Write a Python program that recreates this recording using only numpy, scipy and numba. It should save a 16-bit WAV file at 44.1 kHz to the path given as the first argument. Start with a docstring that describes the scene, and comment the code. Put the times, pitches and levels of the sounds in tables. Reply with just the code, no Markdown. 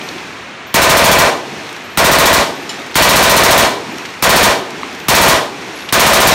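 """A belt-fed machine gun fires six bursts under the roof of an outdoor range, two metres from a phone.
Each blast wave excites the same impulse response of the shelter, with fresh hiss from turbulent gas.
Feed, spent cases and belt tick and ring on impact; wooded hills scatter back a long wash over steady air.
The phone's gain control and limiter compress the bursts and let the wash swell back in the pauses."""
import sys
import numpy as np
from scipy import signal
from scipy.fft import rfft, irfft
from scipy.io import wavfile
from scipy.ndimage import uniform_filter1d
from numba import njit

SR = 44100
rng = np.random.default_rng(int(sys.argv[2]) if len(sys.argv) > 2 else 0)


def waveform_to_disk(signal):
    """Save audio, clipped to [-1, 1], as 16-bit WAV at the path in sys.argv[1]."""
    frames = np.transpose(np.atleast_2d(signal))
    scaled = np.clip(frames, -1, 1) * 32767
    samples = np.round(scaled).astype(np.int16)
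    wavfile.write(sys.argv[1], SR, samples)


N = 279594
FFT_SIZE = 2 ** 19
FREQ = np.maximum(np.fft.rfftfreq(FFT_SIZE, 1 / SR), 1)
TIME = np.arange(N) / SR

# bursts of fire: (start [s], rounds [count], first bolt cycle [s], change per cycle [s])
BURSTS = [(.7418, 7, .0765, -.001), (1.9735, 6, .07, .00055), (2.955, 10, .0669, .00057),
          (4.2243, 4, .068, .0002), (5.0835, 4, .0646, .0015), (5.9248, 6, .0702, -.0005)]


def shots():
    """Periodic excitation with a drifting bolt cycle: rows of (time [s], blast [dB], gas [dB])."""
    # strength of each burst: (blast level [dB], gas level [dB])
    burst_levels = [(4, 8), (4.5, 8), (3, 8.5), (2, 7), (1, 6.5), (3, 9)]
    rows = []
    for (start, rounds, cycle_s, drift_s), (blast_db, gas_db) in zip(BURSTS, burst_levels):
        for k in range(rounds):
            rows.append((start + k * cycle_s + k * (k - 1) / 2 * drift_s, blast_db, gas_db))
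    return np.array(rows)


def muzzle_blast(crackle_db=-1, build_s=0.00073, hold_s=0.0064, t60=0.15):
    """Blast wave: each pulse is a compression, then a rarefaction; turbulent gas adds a bright crackle."""
    # pressure pulses, shock front to low reflections: (delay [s], relative peak [dB], centre [Hz])
    pulses = [(.0022, 12.5, 2420), (.003, 12, 890), (.0058, 4, 168), (.011, -8, 77), (.055, 6, 340),
              (.059, -8, 73)]
    times, blast_db, gas_db = shots().T
    t = TIME[:SR // 4]
    wave = np.zeros(len(t))
    for delay, db, hz in pulses:
        phase = 2 * np.pi * hz * (t - delay)
        wave -= undb(db) * phase * np.exp((1 - phase ** 2) / 2)
    envelope = fade(np.maximum(t - hold_s, 0), t60) * (1 - np.exp(-t / build_s))
    turbulence = noise([(300, 1.5), (1500, 14), (4000, 13), (8000, 3.5), (15000, 6.0)])
    crackle = turbulence * repeat(envelope, times, undb(gas_db))
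    return repeat(wave, times, undb(blast_db)) + undb(crackle_db) * crackle


def shelter_reverberation(level_db=12, scatter_db=1.6, resonance_width_hz=42.4):
    """Reverberation: a coherent response repeats with every shot; incoherent gas hiss adds in power."""
    # diffuse field: (frequency [Hz], spectral level [dB], build-up [s], t60 [s], coherent share [0-1])
    bands = [(45, -7, .003, 0.13, 0.6), (85.5, -5.5, 0.0024, 0.35, 0.26), (140, -4.5, 0.0027, 0.47, 0.5),
             (195, -3.5, 0.0031, 0.38, 0.16), (326, -1.5, 0.046, .52, 0.69), (630, 4.5, 0.015, 0.39, 0.97),
             (784, 5, 0.011, 0.43, 0.88), (1090, 1, 0.011, 0.41, 0.77), (1560, 2, 0.016, 0.33, 0.8),
             (2480, 6, 0.02, 0.29, 0.85), (2930, -2.5, 0.013, 0.37, 0.08), (6300, -8, 0.0044, 0.33, 0.5),
             (9600, -12.5, 0.00054, 0.3, 0.2), (15100, -27.5, 0.001, 0.3, 0)]
    # modes of the shelter: (frequency [Hz], level above the diffuse field [dB])
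    modes = [(215, 2), (387, 7.5), (481, 7.5), (578, 7.5), (655, 7.5), (783, 3.5), (920, 6), (966, -0.5),
             (1015, 8.5), (1095, 6), (1232, 6.5), (1413, 4), (1520, 6.5), (1598, 4.5), (1788, 6), (1929, 6),
             (1986, 4), (2320, 6.5), (2410, 1)]
    times, blast_db, gas_db = shots().T
    blast_gains = undb(blast_db + scatter_db * rng.standard_normal(len(times)))
    walls = diffuse_reflections()
    wall_spectrum = rfft(walls, FFT_SIZE)
    gas_spectrum = rfft(rng.standard_normal(N), FFT_SIZE)
    t = TIME[:len(walls)]
    log_centres = np.log([row[0] for row in bands])
    response, hiss = np.zeros(len(t)), np.zeros(N)
    for selector, (hz, db, build_s, t60, coherent) in zip(np.eye(len(bands)), bands):
        band = np.interp(np.log(FREQ), log_centres, selector) * undb(db)
        envelope = swell(t, build_s, t60) * wall_echoes(t, hz)
        response += np.sqrt(coherent) * envelope * irfft(wall_spectrum * band)[:len(t)]
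        gas_power = (1 - coherent) * repeat(envelope ** 2, times, undb(2 * gas_db))
        hiss += np.sqrt(gas_power) * irfft(gas_spectrum * band)[:N]
    ring = minimum_phase(sum(db * bell(hz, resonance_width_hz) for hz, db in modes))
    return undb(level_db) * filtered(repeat(response, times, blast_gains) + hiss, ring)


def diffuse_reflections(count=13, size=3072):
    """A diffuse field favours no pitch: successive stretches of flat spectrum and random phase."""
    phase = rng.uniform(0, 2 * np.pi, (count, size // 2 + 1))
    return irfft(np.exp(1j * phase)).ravel() * np.sqrt(size)


def wall_echoes(t, hz, octaves=0.4):
    """Early reflections: each wall briefly raises the gain of its own register after the shot."""
    # echoes from behind the shooter: (delay [s], spread [s], added gain [ratio], centre [Hz])
    clusters = [(.032, 0.0023, 0.85, 1200), (0.043, 0.0023, 0.81, 800), (.056, .003, 1.7, 380),
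                (.06, 0.0023, 1.7, 2200)]
    return 1 + sum(gain * np.exp(-((t - delay) / spread) ** 2 - (np.log2(hz / centre_hz) / octaves) ** 2)
                   for delay, spread, gain, centre_hz in clusters)


def click(peak_db, hz, width_hz, t60):
    """Contact noise: a brief, decaying rattle is shaped by one resonance."""
    t, hz = TIME[:SR // 3], min(hz, .45 * SR)
    b, a = signal.iirpeak(hz, hz / min(width_hz, .3 * SR), fs=SR)
    rattle = rng.standard_normal(len(t)) * swell(t, 0.00023, t60)
    ring = signal.lfilter(b, a, signal.lfilter(b, a, rattle))
    return undb(peak_db) * ring / np.abs(ring).max()


def feed_clicks():
    """Impacts in the feed and belt excite broad, heavily damped resonances."""
    # impacts: (time [s], peak level [dB], centre [Hz], bandwidth [Hz], t60 [s])
    impacts = [(.014, -14, 2730, 2000, .023), (0.0876, -13, 3900, 2200, 0.029),
               (.182, -16, 3000, 2000, .03), (1.7274, -23, 5500, 9000, .025),
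               (2.798, -20, 3030, 4010, 0.025), (2.8636, -24, 4500, 7000, .03),
               (2.943, -11, 4120, 2500, 0.075), (3.983, -12.5, 3200, 5000, 0.022),
               (4.052, -12, 2300, 3000, .04), (4.7048, -19, 4500, 6000, .03), (5.821, -21, 3800, 2000, .04),
               (5.888, -11.5, 2930, 2600, 0.062)]
    out = np.zeros(N)
    for s, db, hz, width_hz, t60 in impacts:
        add(out, s, click(db, hz, width_hz, t60))
    return out


def link_jingles(width_hz=700, t60=0.29, bounce_s=0.036, bounce_db=-3, contacts=3):
    """Inelastic bounces: loose links and empty belt ring on the floor in uneven, weakening contacts."""
    # jingles: (time [s], first peak level [dB], ring frequency [Hz])
    jingles = [(.03, -39, 12600), (.665, -37, 13400), (1.837, -40, 12500), (2.55, -37, 12700),
               (3.92, -39, 12400), (4.99, -40, 12700), (5.755, -33, 11400)]
    out = np.zeros(N)
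    for s, db, hz in jingles:
        for k in range(contacts):
            stretch = rng.uniform(.6, 1.9)
            detune = 1 + 0.033 * rng.standard_normal()
            add(out, s + k * bounce_s * stretch, click(db + k * bounce_db, hz * detune, width_hz, t60))
    return out


def spent_cases(contact_db=-6):
    """Free vibration: brass cases strike concrete and ring in damped, inharmonic modes."""
    # landings: (time [s], peak level of the ring [dB])
    landings = [(2.693, -8.5), (2.742, -22)]
    # modes of a case: (frequency [Hz], relative level [dB], t60 [s])
    modes = [(2940, -4, 0.14), (3270, -7, 0.13), (4000, -6, 0.096), (4660, -13, .08), (5310, -2, 0.063),
             (7150, -3, 0.098), (9150, -18, 0.19), (11340, -28, .15), (12470, -25, .14)]
    out, t = np.zeros(N), TIME[:SR // 3]
    ring = sum(undb(db) * fade(t, t60) * np.sin(2 * np.pi * hz * t + rng.uniform(0, 2 * np.pi))
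               for hz, db, t60 in modes)
    ring /= np.abs(ring).max()
    for s, db in landings:
        add(out, s, undb(db) * ring + click(db + contact_db, hz=3700, width_hz=3400, t60=0.21))
    return out


def belt_sway(from_s=0.46, until_s=.62, scatter_db=3, count=4):
    """Light collisions: the hanging belt swings on after a burst, each tick with a link's thin ring."""
    out = np.zeros(N)
    last_rounds = np.cumsum([burst[1] for burst in BURSTS]) - 1
    for end in shots()[last_rounds, 0]:
        for s in end + rng.uniform(from_s, until_s, count):
            tick = click(-21, hz=3000, width_hz=3500, t60=0.019)
            ring = click(-48, hz=12300, width_hz=700, t60=.17)
            if s < TIME[-1]:
                add(out, s, undb(scatter_db * rng.standard_normal()) * (tick + ring))
    return out


def knock(at_s=4.8335, half_length_s=0.0015):
    """A Gaussian wave packet, only a few cycles long, is heard as a dry knock."""
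    # partials: (frequency [Hz], peak level [dB])
    partials = [(1120, -10), (2200, -13.5), (4000, -21)]
    t = TIME - at_s
    envelope = np.exp(-(t / half_length_s) ** 2)
    return envelope * sum(undb(db) * np.sin(2 * np.pi * hz * t) for hz, db in partials)


def hill_echo(near_db=-32.0, far_db=-29.5, split_hz=650):
    """Backscatter: near slopes return the low notes early, far trees the brighter part late."""
    # scattered sound: (frequency [Hz], relative spectral level [dB])
    spectrum = [(18, -75), (30, -63), (143, -6), (228, -4.5), (260, -1), (404, -2.5), (552, -13), (698, -8),
                (1370, -15), (2560, -12.5), (3070, -17.5), (5730, -22.5), (10200, -35), (12500, -38.5),
                (15000, -49)]
    scattered = noise(spectrum)
    low = filtered(scattered, 1 / (1 + (FREQ / split_hz) ** 4))
    near = undb(near_db) * wash_envelope(delay_s=0.37, spread=0.28, patchy_db=1.6) * low
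    far = undb(far_db) * wash_envelope(delay_s=0.42, spread=0.32, patchy_db=0.35) * (scattered - low)
    return near + far


def wash_envelope(delay_s, spread, patchy_db, earlier_db=-2):
    """Incoherent summation: the echoes of all shots add in power, each peaking after delay_s."""
    t, times = TIME[::SR // 200], shots()[:, 0]
    earlier_times = -.27 - np.arange(6) / 14  # an earlier burst, heard only as its wash
    age = np.maximum(t[:, None] - np.r_[earlier_times, times], 1 / SR)
    strength = np.r_[np.full(len(earlier_times), undb(earlier_db)), np.ones(len(times))]
    power = np.exp(-.5 * (np.log(age / delay_s) / spread) ** 2) @ strength ** 2
    patches = undb(patchy_db * 2 * uniform_filter1d(rng.standard_normal(len(t)), size=5))
    return np.interp(TIME, t, np.sqrt(power) * patches)


def valley_air(air_db=-29.5, rumble_db=-52.0):
    """Ambient noise: the steady broadband air of the valley over a faint rumble."""
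    # air: (frequency [Hz], relative spectral level [dB])
    spectrum = [(18, -43), (30, -71), (81, -10.5), (211, -3.5), (426, -5), (754, -6.5), (1410, -4.5),
                (2630, -5), (3980, -14.5), (6880, -24.5), (10400, -39), (12500, -54), (15000, -66)]
    rumble = noise([(30, -26), (90, 2), (200, -23), (800, -60)])
    return undb(air_db) * noise(spectrum) + undb(rumble_db) * rumble


def undb(db):
    """Amplitude ratio of a level in decibels."""
    return 10 ** (np.asarray(db) / 20)


def fade(t, t60):
    """Exponential decay, 60 dB down at t60."""
    return np.exp(-np.log(1000) * t / t60)


def swell(t, build_s, t60):
    """Gradual build-up followed by exponential decay."""
    return (1 - np.exp(-t / build_s)) ** 2 * fade(t, t60)


def filtered(x, gain):
    """Linear filtering: the spectrum is multiplied by a gain given on FREQ."""
    return irfft(rfft(x, FFT_SIZE) * gain)[:len(x)]


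def minimum_phase(db):
    """Causality: the gain for a dB curve on FREQ that rings after a hit, never before."""
    cepstrum = irfft(db * np.log(10) / 20)
    cepstrum[1:FFT_SIZE // 2] *= 2
    cepstrum[FFT_SIZE // 2 + 1:] = 0
    return np.exp(rfft(cepstrum))


def bell(hz, width_hz):
    """Resonance curve of height 1 around a frequency."""
    return 1 / (1 + (2 * (FREQ - hz) / width_hz) ** 2)


def noise(spectrum):
    """Coloured noise of rms 1, shaped by points of (frequency [Hz], level [dB])."""
    hz, db = np.transpose(spectrum)
    x = filtered(rng.standard_normal(N), undb(np.interp(np.log(FREQ), np.log(hz), db)))
    return x / x.std()


def add(out, start_s, x):
    """Superposition of one sound on the mix."""
    i = int(start_s * SR)
    out[i:i + len(x)] += x[:len(out) - i]


def repeat(x, times, gains):
    """Convolution with an impulse train: the same sound at each of the times."""
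    out = np.zeros(N)
    for s, gain in zip(times, gains):
        add(out, s, gain * x)
    return out


@njit
def follow(x, attack_s, release_s):
    """Envelope detection with separate time constants for rise and fall."""
    attack, release = 1 - np.exp(-1 / (attack_s * SR)), 1 - np.exp(-1 / (release_s * SR))
    out, level = np.empty(len(x)), 0.
    for i in range(len(x)):
        level += (abs(x[i]) - level) * (attack if abs(x[i]) > level else release)
        out[i] = level
    return out


def ride_gain(x, depth_db=9, threshold_db=-6):
    """Automatic gain control: the gain sinks through a loud burst and recovers in the pauses."""
    loud = uniform_filter1d(x ** 2, size=441) > undb(threshold_db) ** 2
    duck = follow(loud * 1., attack_s=.2, release_s=0.15)
    return x * undb(-depth_db * duck)


def limit(x, ceiling_db=2):
    """Look-ahead limiting: each shock front ducks the gain, then the shelter's ring swells back."""
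    ahead = np.roll(x, -SR // 2000)
    level = follow(ahead, attack_s=.00006, release_s=0.025)
    gain = 1 / np.maximum(level / undb(ceiling_db), 1)
    return x * uniform_filter1d(gain, size=21)


def scene():
    """Superposition at one microphone, alike in both channels."""
    gunfire = shelter_reverberation() + muzzle_blast()
    valley = hill_echo() + valley_air()
    hardware = feed_clicks() + link_jingles() + spent_cases() + belt_sway()
    return np.tile(gunfire + valley + hardware + knock(), (2, 1))


def record(dry):
    """Compression and band limiting: the phone flattens the bursts and trims rumble and treble."""
    # notches of the microphone port: (frequency [Hz], width [Hz], gain [dB])
    notches = [(2900, 1130, -2), (4880, 190, -5.5), (7660, 290, -4), (10350, 1300, -4.5)]
    low_cut_hz, top_hz = 36, 15800
    x = signal.sosfilt(signal.butter(3, low_cut_hz, "high", fs=SR, output="sos"), dry[0])
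    x = np.tanh(limit(ride_gain(x)))  # saturation rounds the peaks
    x = filtered(x, minimum_phase(sum(db * bell(hz, width_hz) for hz, width_hz, db in notches)))
    x = filtered(x, 1 / (1 + (FREQ / top_hz) ** 200))
    return np.tile(np.clip(x, -1, 1), (2, 1))


dry = scene()
out = record(dry)
waveform_to_disk(out)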